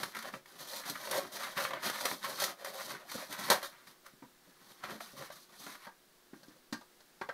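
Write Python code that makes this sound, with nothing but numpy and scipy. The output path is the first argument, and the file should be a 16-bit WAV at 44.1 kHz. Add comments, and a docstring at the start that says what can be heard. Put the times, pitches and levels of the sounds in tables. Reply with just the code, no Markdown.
"""Paper bag of flour in a small kitchen

A stiff bag is shaken, scooped from, slapped down and folded: dense tiny buckles and panel pops are
filtered as paper and gated by movements; single snaps and low flour slumps are decaying noise bursts.
Later things are set down on a wooden shelf: a ringing thud plus contact noise that excites wood modes.
A dense, changing room tail follows these sounds; steady hiss and a faint wavering hum lie below.
"""
import sys
import numpy as np
from scipy import signal
from scipy.fft import rfft, irfft
from scipy.io import wavfile

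SR = 44100
rng = np.random.default_rng(int(sys.argv[2]) if len(sys.argv) > 2 else 0)


def generate_wav(signal):
    """Clip the signal to [-1, 1] and save it as 16-bit WAV at the path in sys.argv[1]."""
    frames = np.transpose(np.atleast_2d(signal))
    scaled = np.clip(frames, -1, 1) * 32767
    pcm = np.round(scaled).astype(np.int16)
    wavfile.write(sys.argv[1], SR, pcm)


N = 323253

# hiss spectrum, relative: (frequency [Hz], density [dB per Hz])
HISS_SPECTRUM = [(25, 2.5), (55, -20), (160, -1.5), (330, -0.5), (1000, -4.5), (1600, -3.5), (2500, -9.5),
                 (4000, -7), (7000, -12), (13000, -12.5), (15700, -13)]
# hum tones: (frequency [Hz], mean level [dB rms])
HUM_TONES = [(360.5, -78)]
# broad humps and dips from the nearby counter and wall, on paper and knocks:
# (centre [Hz], width [Hz], gain [dB])
COUNTER_HUMPS = [(210, 80, 3), (570, 150, 4), (1070, 200, 3), (1870, 200, 3), (2750, 500, -4),
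                 (4200, 800, 3), (6100, 600, 3), (7500, 800, -3), (10400, 900, 3), (11600, 800, -3),
                 (13300, 1300, 5)]
# things set down on wood: (time [s], level [dB], thud pitch [Hz], clack centre [Hz],
# clack re level [dB], crack re level [dB])
SHELF_KNOCKS = [(4.135, -51.5, 225, 1420, -25, -25), (4.222, -43.5, 276, 790, -4.5, -30),
                (4.236, -45.5, 226, 1000, -10, -26), (5.301, -40, 617, 1440, -2, -16),
                (5.867, -48, 603, 1240, 9, -9), (6.332, -37, 298, 1310, -11, -33),
                (6.43, -53.5, 202, 1610, 1, -2.5), (6.482, -44, 277, 1240, -18, -14),
                (6.725, -29.5, 265, 1500, -1, -8), (6.742, -39.5, 254, 1810, -12, -27),
                (6.81, -57.5, 700, 1040, 7, -0.5), (7.004, -67.5, 443, 2070, 11.5, 9),
                (7.212, -33.5, 387, 1390, 3.5, -15.5), (7.288, -36.5, 524, 1790, 7, -14.5)]
# modes of the wooden shelf: (frequency [Hz], relative level [dB], t60 [s])
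WOOD_MODES = [(430, -17, 0.12), (515, 3, 0.09), (980, 4.5, 0.063), (1183, 3.5, 0.059), (1458, -13, 0.088),
              (1608, 9.5, 0.037), (1790, 4.5, 0.019), (1910, -7, .04)]
# paper spectrum, relative: (frequency [Hz], density [dB per Hz])
PAPER_SPECTRUM = [(24, -55), (40, -44.5), (166, -5.5), (474, -10.5), (537, 1), (821, -7.5), (1080, -1.5),
                  (1870, -3), (2650, -8.5), (4160, -6), (7200, -12), (13100, -13), (15600, -23.5)]
# movements of the bag: (start [s], length [s], level [dB], swell over the length [dB],
# flour thump re level [dB], bag hollow re level [dB], crispness re level [dB])
BAG_MOVES = [(0.0, 0.086, -45.5, -11.5, -3, 1.5, -1), (.16, 0.05, -48.5, 2, -7, -16, -6.5),
             (.255, 0.032, -49.5, 0, -8, -1.5, -6.5), (0.336, 0.013, -54.5, 0, 5, -22, -1.5),
             (.48, 0.088, -67, 9.5, -6, -3.5, 1), (.59, 0.21, -53.5, 8.5, -14, -5, 1),
             (.86, 0.047, -49.5, -0.5, -9, -2.5, 0.5), (0.948, 0.11, -53, 6, -10, -5.5, 0),
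             (1.095, 0.088, -43.5, 1.5, -9, 4, -3), (1.23, 0.046, -51, -0.5, -2.5, 2.5, -10),
             (1.329, 0.2, -45.5, -5, -10.5, -1.5, -1.5), (1.575, 0.082, -39.5, -2, -14.5, -3, -2.5),
             (1.69, 0.073, -49, 6, -7.5, -1, -13), (1.838, .15, -38.5, -3, -14.5, -7, -2.5),
             (2.01, 0.13, -40.5, -7, -14, -4, 1.5), (2.249, .11, -41, -6, -6.5, -5, -2.5),
             (2.385, 0.089, -42, -1, -8, -1.5, -1.5), (2.56, 0.067, -68, 10, -11.5, 1.5, -3),
             (2.659, .17, -48, -2.5, -11.5, -1, -1.5), (2.86, 0.094, -50.5, 2.5, -8.5, -3.5, -0.5),
             (2.99, 0.15, -59.5, 5.5, -7.5, 2, -5), (3.1, 0.12, -48.5, 7.5, -13.5, -4.5, -0.5),
             (3.31, 0.018, -46.5, 2, -14.5, -9, -2), (3.392, 0.13, -44.5, -6, -6, -4, -1),
             (3.52, 0.047, -26.5, -16, -22, -3, -8), (3.621, 0.026, -46.5, 3.5, -12.5, -3, -1.5),
             (3.73, 0.12, -61, -4, -12, -7, -10), (3.875, .05, -62.5, -1.5, -19, -18, -0.5),
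             (4.068, 0.016, -59, -4.5, -18, -3.5, -2), (4.45, .14, -70.5, 1, -13, -11, -4),
             (4.61, .11, -67.5, 3.5, -5, -12, 4.5), (4.75, .07, -63.5, -7, -5, -5, -0.5),
             (4.846, 0.034, -42.5, -7, -11, -10, -9), (4.905, 0.05, -53.5, 0, 1, -8, -1.5),
             (5.015, 0.1, -54, -6.5, -9, -9, 2), (5.16, 0.076, -58.5, 9.5, -4, -13, -2),
             (5.31, 0.12, -62, -5, -8, -16, 2), (5.5, 0.068, -61.5, 1.5, -11, -4.5, -1.5),
             (5.605, 0.13, -52.5, -0.5, -10.5, -7, 0.5), (5.81, 0.032, -57.5, -2, -26, -20, -6),
             (6.36, 0.2, -75, 5.5, 3, -2, 1.5)]
# single snaps of the paper: (time [s], level [dB], hollow re level [dB], crispness re level [dB])
PAPER_SNAPS = [(0.031, -24, -25, -8), (0.148, -36, -25, -7), (0.165, -32, -22, -9), (0.187, -38.5, -28, -2),
               (0.224, -39.5, -11, -2), (0.337, -33.5, -22, -32), (0.457, -44.5, -25, -9),
               (0.835, -37.5, -18, -18), (0.896, -38, -27, 8), (0.954, -33, -25, -12.5),
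               (1.071, -35, -3, -10), (1.11, -34.5, -15, 7), (1.648, -26.5, -24, -18),
               (1.706, -31, -14, -15), (1.733, -29.5, -4, -14), (1.858, -33, 1, 0), (1.897, -29.5, -2, -3),
               (2.007, -33.5, -12, -10), (2.053, -24.5, -3.5, 0.5), (2.112, -31, -7, -18),
               (2.399, -36.5, -8, 6.5), (2.422, -38.5, -11, 6), (2.438, -29, -21, 3.5),
               (2.645, -34, -3.5, -1.5), (3.115, -35, -31, 0), (3.325, -38, -6, 2), (3.388, -41, -29, -3.5),
               (3.5, -20.5, 1.5, 5), (3.628, -41.5, 6.5, 4), (3.87, -45.5, -10, -10), (4.062, -46, -33, -3),
               (4.702, -58, -16, -13), (4.836, -32.5, -3.5, -12.5), (5.004, -35.5, -1.5, -11),
               (5.222, -37.5, -17, -11), (5.603, -54, -13, -8), (5.664, -39, 5, -7),
               (5.751, -41.5, -17, -10)]
# soft low puffs of flour slumping in the bag: (time [s], level [dB])
FLOUR_SLUMPS = [(.335, -53.5), (0.897, -44), (1.565, -43), (1.86, -42), (2.11, -40), (3.144, -38.5),
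                (3.499, -33.5), (3.87, -61), (4.469, -60), (4.7, -66), (4.879, -47), (4.914, -49),
                (5.13, -51.5), (5.196, -44.5), (5.66, -51)]

HISS_DB, CUTOFF_HZ = -65, 15740
ROOM_T60_S, ROOM_RISE_S, ROOM_DB = 0.18, 0.0017, -5
MOVE_S = 0.15   # time for the hands to reach a place that the room answers differently
CONTACT_T60_S, CONTACT_RISE_S, PUSH_S = 0.065, 0.0028, 0.00064
THUD_T60_S, THUD_RISE_S = 0.028, 0.0037
WOOD_FALL_DB_PER_OCTAVE, CLATTER_DB = 12.0, -7
BUCKLES_PER_S, BUCKLE_SPREAD_DB, CLUMP_DB, CLUMP_HZ = 3000, -1, 2.5, 18.3
POPS_PER_S, POP_SPREAD_DB, POP_CYCLES, POP_DB = 500, 4.76, 30, -16
COLOUR_SHIFT_DB, COLOUR_SHIFT_HZ = 2.35, 10.8
RISE_DB_PER_S, FALL_DB_PER_S = 589, 335   # movements set in faster than they settle
SNAP_T60_S, SNAP_RISE_S, SNAP_THUMP_DB = 0.039, 0.003, -20.5
SLUMP_T60_S, SLUMP_RISE_S = 0.16, 0.0064


def from_db(db):
    """Decibels to amplitude gain."""
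    return 10 ** (np.asarray(db) / 20)


def rms_one(x):
    """Scale to rms 1."""
    return x / np.sqrt(np.mean(x ** 2, axis=-1, keepdims=True) + 1e-20)


def bandpass(x, order, low_hz, high_hz):
    """Butterworth band-pass."""
    return signal.sosfilt(signal.butter(order, [low_hz, high_hz], "band", fs=SR, output="sos"), x)


def coloured(x, spectrum, humps=()):
    """Minimum-phase filter with the given spectrum and humps, built by folding the cepstrum."""
    hz = np.maximum(np.arange(2049) * SR / 4096, 1)
    points_hz, points_db = np.array(spectrum).T
    level_db = np.interp(np.log(hz), np.log(points_hz), points_db)
    for centre_hz, width_hz, hump_db in humps:
        level_db = level_db + hump_db / (1 + (2 * (hz - centre_hz) / width_hz) ** 2)
    cepstrum = irfft(np.log(from_db(level_db)))
    cepstrum[1:2048] *= 2
    cepstrum[2049:] = 0
    impulse_response = irfft(np.exp(rfft(cepstrum)))
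    return signal.fftconvolve(x, impulse_response)[:len(x)]


def drift(corner_hz):
    """Slow random wander of rms 1: noise through a two-pole low-pass."""
    r = np.exp(-2 * np.pi * corner_hz / SR)
    noise = rng.standard_normal(N + 8000)
    return rms_one(signal.lfilter([1], [1, -2 * r, r * r], noise)[8000:])


def decay_at(time_s, t60_s, rise_s):
    """Slice and envelope: linear rise over an exponential decay, cut at -60 dB."""
    start = round(time_s * SR)
    t = np.arange(min(round(t60_s * SR), N - start)) / SR
    envelope = np.minimum(t / rise_s, 1) * from_db(-60 * t / t60_s)
    return slice(start, start + len(t)), envelope


def ring(x, hz, t60_s):
    """One mode as a two-pole resonator; a unit click starts a decaying sine of height 1."""
    r, w = from_db(-60 / (t60_s * SR)), 2 * np.pi * hz / SR
    return signal.lfilter([0, np.sin(w)], [1, -2 * r * np.cos(w), r * r], x)


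def four_bands(x):
    """Thump, hollow, middle and crisp parts, each of rms 1."""
    cuts = [(400, "low"), ([400, 800], "band"), ([800, 3000], "band"), (3000, "high")]
    parts = [signal.sosfilt(signal.butter(3, hz, kind, fs=SR, output="sos"), x) for hz, kind in cuts]
    return rms_one(np.array(parts))


def background():
    """Nearly steady coloured noise plus faint sines of wavering level."""
    hiss_gain = from_db(HISS_DB + 0.5 * drift(0.33))
    out = hiss_gain * rms_one(coloured(rng.standard_normal(N + 4096), HISS_SPECTRUM)[4096:])
    t = np.arange(N) / SR
    for hz, level_db in HUM_TONES:
        amplitude = np.sqrt(2) * from_db(level_db + 1.8 * drift(8.2))
        out += amplitude * np.sin(2 * np.pi * hz * t)
    return out


def room(x, count=8):
    """Direct sound plus decaying noise tails, crossfaded in a cycle of places as the hands move."""
    t = np.arange(SR // 2) / SR
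    tail_rise = np.minimum(t / ROOM_RISE_S, 1)
    place = np.arange(N) / SR / MOVE_S
    out = x.copy()
    for k, noise in enumerate(rng.standard_normal((count, len(t)))):
        tail = noise * from_db(-60 * t / ROOM_T60_S) * tail_rise
        away = np.abs((place - k + count / 2) % count - count / 2)
        here = np.cos(np.pi / 2 * np.minimum(away, 1))
        out += from_db(ROOM_DB) * signal.fftconvolve(x * here, tail / np.linalg.norm(tail))[:N]
    return out


def wood_ring(contact_noise, clack_hz):
    """Contact noise excites the shelf modes; the blow favours those near clack_hz."""
    wood = 0
    for hz, mode_db, t60_s in WOOD_MODES:
        favoured_db = mode_db - WOOD_FALL_DB_PER_OCTAVE * abs(np.log2(hz / clack_hz))
        wood = wood + from_db(favoured_db) * rms_one(ring(contact_noise, hz, t60_s))
    return wood / np.abs(wood).max()


def knocks():
    """A soft push rings the thud; rattling contact wakes the wood, clatters and cracks."""
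    out, noise = np.zeros(N), rng.standard_normal(N)
    clatter = rms_one(bandpass(noise, 4, 330, 2100))
    crack = rms_one(bandpass(noise, 1, 3300, 5500))
    dull = signal.butter(6, 2100, fs=SR, output="sos")   # wood swallows the treble of its own ring
    for time_s, level_db, thud_hz, clack_hz, clack_db, crack_db in SHELF_KNOCKS:
        at = slice(round(time_s * SR), round((time_s + 0.3) * SR))
        t = np.arange(len(out[at])) / SR
        contact = np.minimum(t / CONTACT_RISE_S, 1) * from_db(-60 * t / CONTACT_T60_S)
        push = np.sin(np.pi * np.minimum(t / PUSH_S, 1)) / 12.0   # one half sine
        thud = np.minimum(t / THUD_RISE_S, 1) * ring(push, thud_hz, THUD_T60_S)
        wood = signal.sosfilt(dull, wood_ring(contact * noise[at], clack_hz))
        clack = wood + from_db(CLATTER_DB) * contact * clatter[at]
        knock = thud + from_db(clack_db) * clack + from_db(crack_db) * contact * crack[at]
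        out[at] += from_db(level_db) * knock
    # weaker deep bass, and the same humps as the paper
    return coloured(out, [(40, -13), (150, 2.0), (16000, -1.0)], COUNTER_HUMPS)


def buckles():
    """Tiny clicks of random sign and uneven size, their level wandering in clumps."""
    size_db = BUCKLE_SPREAD_DB * np.minimum(rng.exponential(1, N), 3.5)
    sizes = from_db(size_db) * rng.choice([-1, 1], N)
    struck = rng.random(N) < BUCKLES_PER_S / SR
    return rms_one(sizes * struck * from_db(CLUMP_DB * drift(CLUMP_HZ)))


def pops():
    """Larger panels flip over and ring some cycles, each at one of 16 pitches."""
    sizes = from_db(POP_SPREAD_DB * np.minimum(rng.exponential(1, N), 4))
    sizes = sizes * (rng.random(N) < POPS_PER_S / SR)
    dealt = rng.integers(0, 16, N)
    out = np.zeros(N)
    for k, hz in enumerate(np.geomspace(300, 4500, 16)):
        clicks = sizes * (dealt == k) + 1e-18   # offset avoids denormals
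        out += ring(clicks, hz, POP_CYCLES / hz) * np.sqrt(hz) * hz ** 0.18
    return rms_one(out)


def movements():
    """Band gains: each movement rises, swells and settles; overlapping ones add in power."""
    t, power = np.arange(N) / SR, np.zeros((4, N))
    for start_s, length_s, level_db, swell_db, thump_db, hollow_db, crisp_db in BAG_MOVES:
        shape_db = swell_db * np.clip((t - start_s) / length_s, 0, 1)
        shape_db -= RISE_DB_PER_S * np.maximum(start_s - t, 0)
        shape_db -= FALL_DB_PER_S * np.maximum(t - start_s - length_s, 0)
        band_gains = from_db([thump_db, hollow_db, 0, crisp_db])
        power += np.outer(band_gains, from_db(level_db + shape_db)) ** 2
    return np.sqrt(power)


def rustle():
    """Buckles and pops through the sheet, four bands gated by the movements."""
    sheet = coloured(buckles() + from_db(POP_DB) * pops(), PAPER_SPECTRUM, COUNTER_HUMPS)
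    bands = four_bands(sheet)
    # the sheet changes shape, its colour shifts
    bands *= from_db([COLOUR_SHIFT_DB * drift(COLOUR_SHIFT_HZ) for _ in bands])
    return np.sum(bands * movements(), axis=0)


def snaps(burst):
    """Short noise bursts in the paper's colour, each with its own band balance."""
    out = np.zeros(N)
    for time_s, level_db, hollow_db, crisp_db in PAPER_SNAPS:
        at, envelope = decay_at(time_s, SNAP_T60_S, SNAP_RISE_S)
        balance = from_db([SNAP_THUMP_DB, hollow_db, 0, crisp_db])
        out[at] += from_db(level_db) * envelope * (balance @ burst[:, at])
    return out


def slumps(burst):
    """Flour slumps in the bag: longer decaying bursts of the thump band only."""
    out = np.zeros(N)
    for time_s, level_db in FLOUR_SLUMPS:
        at, envelope = decay_at(time_s, SLUMP_T60_S, SLUMP_RISE_S)
        out[at] += from_db(level_db) * envelope * burst[0, at]
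    return out


def paper_bag():
    """Rustle, snaps and slumps, all coloured by the same sheet."""
    rustling = rustle()
    burst = four_bands(coloured(rng.standard_normal(N), PAPER_SPECTRUM, COUNTER_HUMPS))
    return rustling + snaps(burst) + slumps(burst)


def scene():
    """Bag and knocks in the room, over the background."""
    return (room(paper_bag() + knocks()) + background())[None]


def record(dry):
    """Steep elliptic low-pass at the top."""
    return signal.sosfilt(signal.ellip(14, 0.5, 70, CUTOFF_HZ, fs=SR, output="sos"), dry)


dry = scene()
out = record(dry)
generate_wav(out)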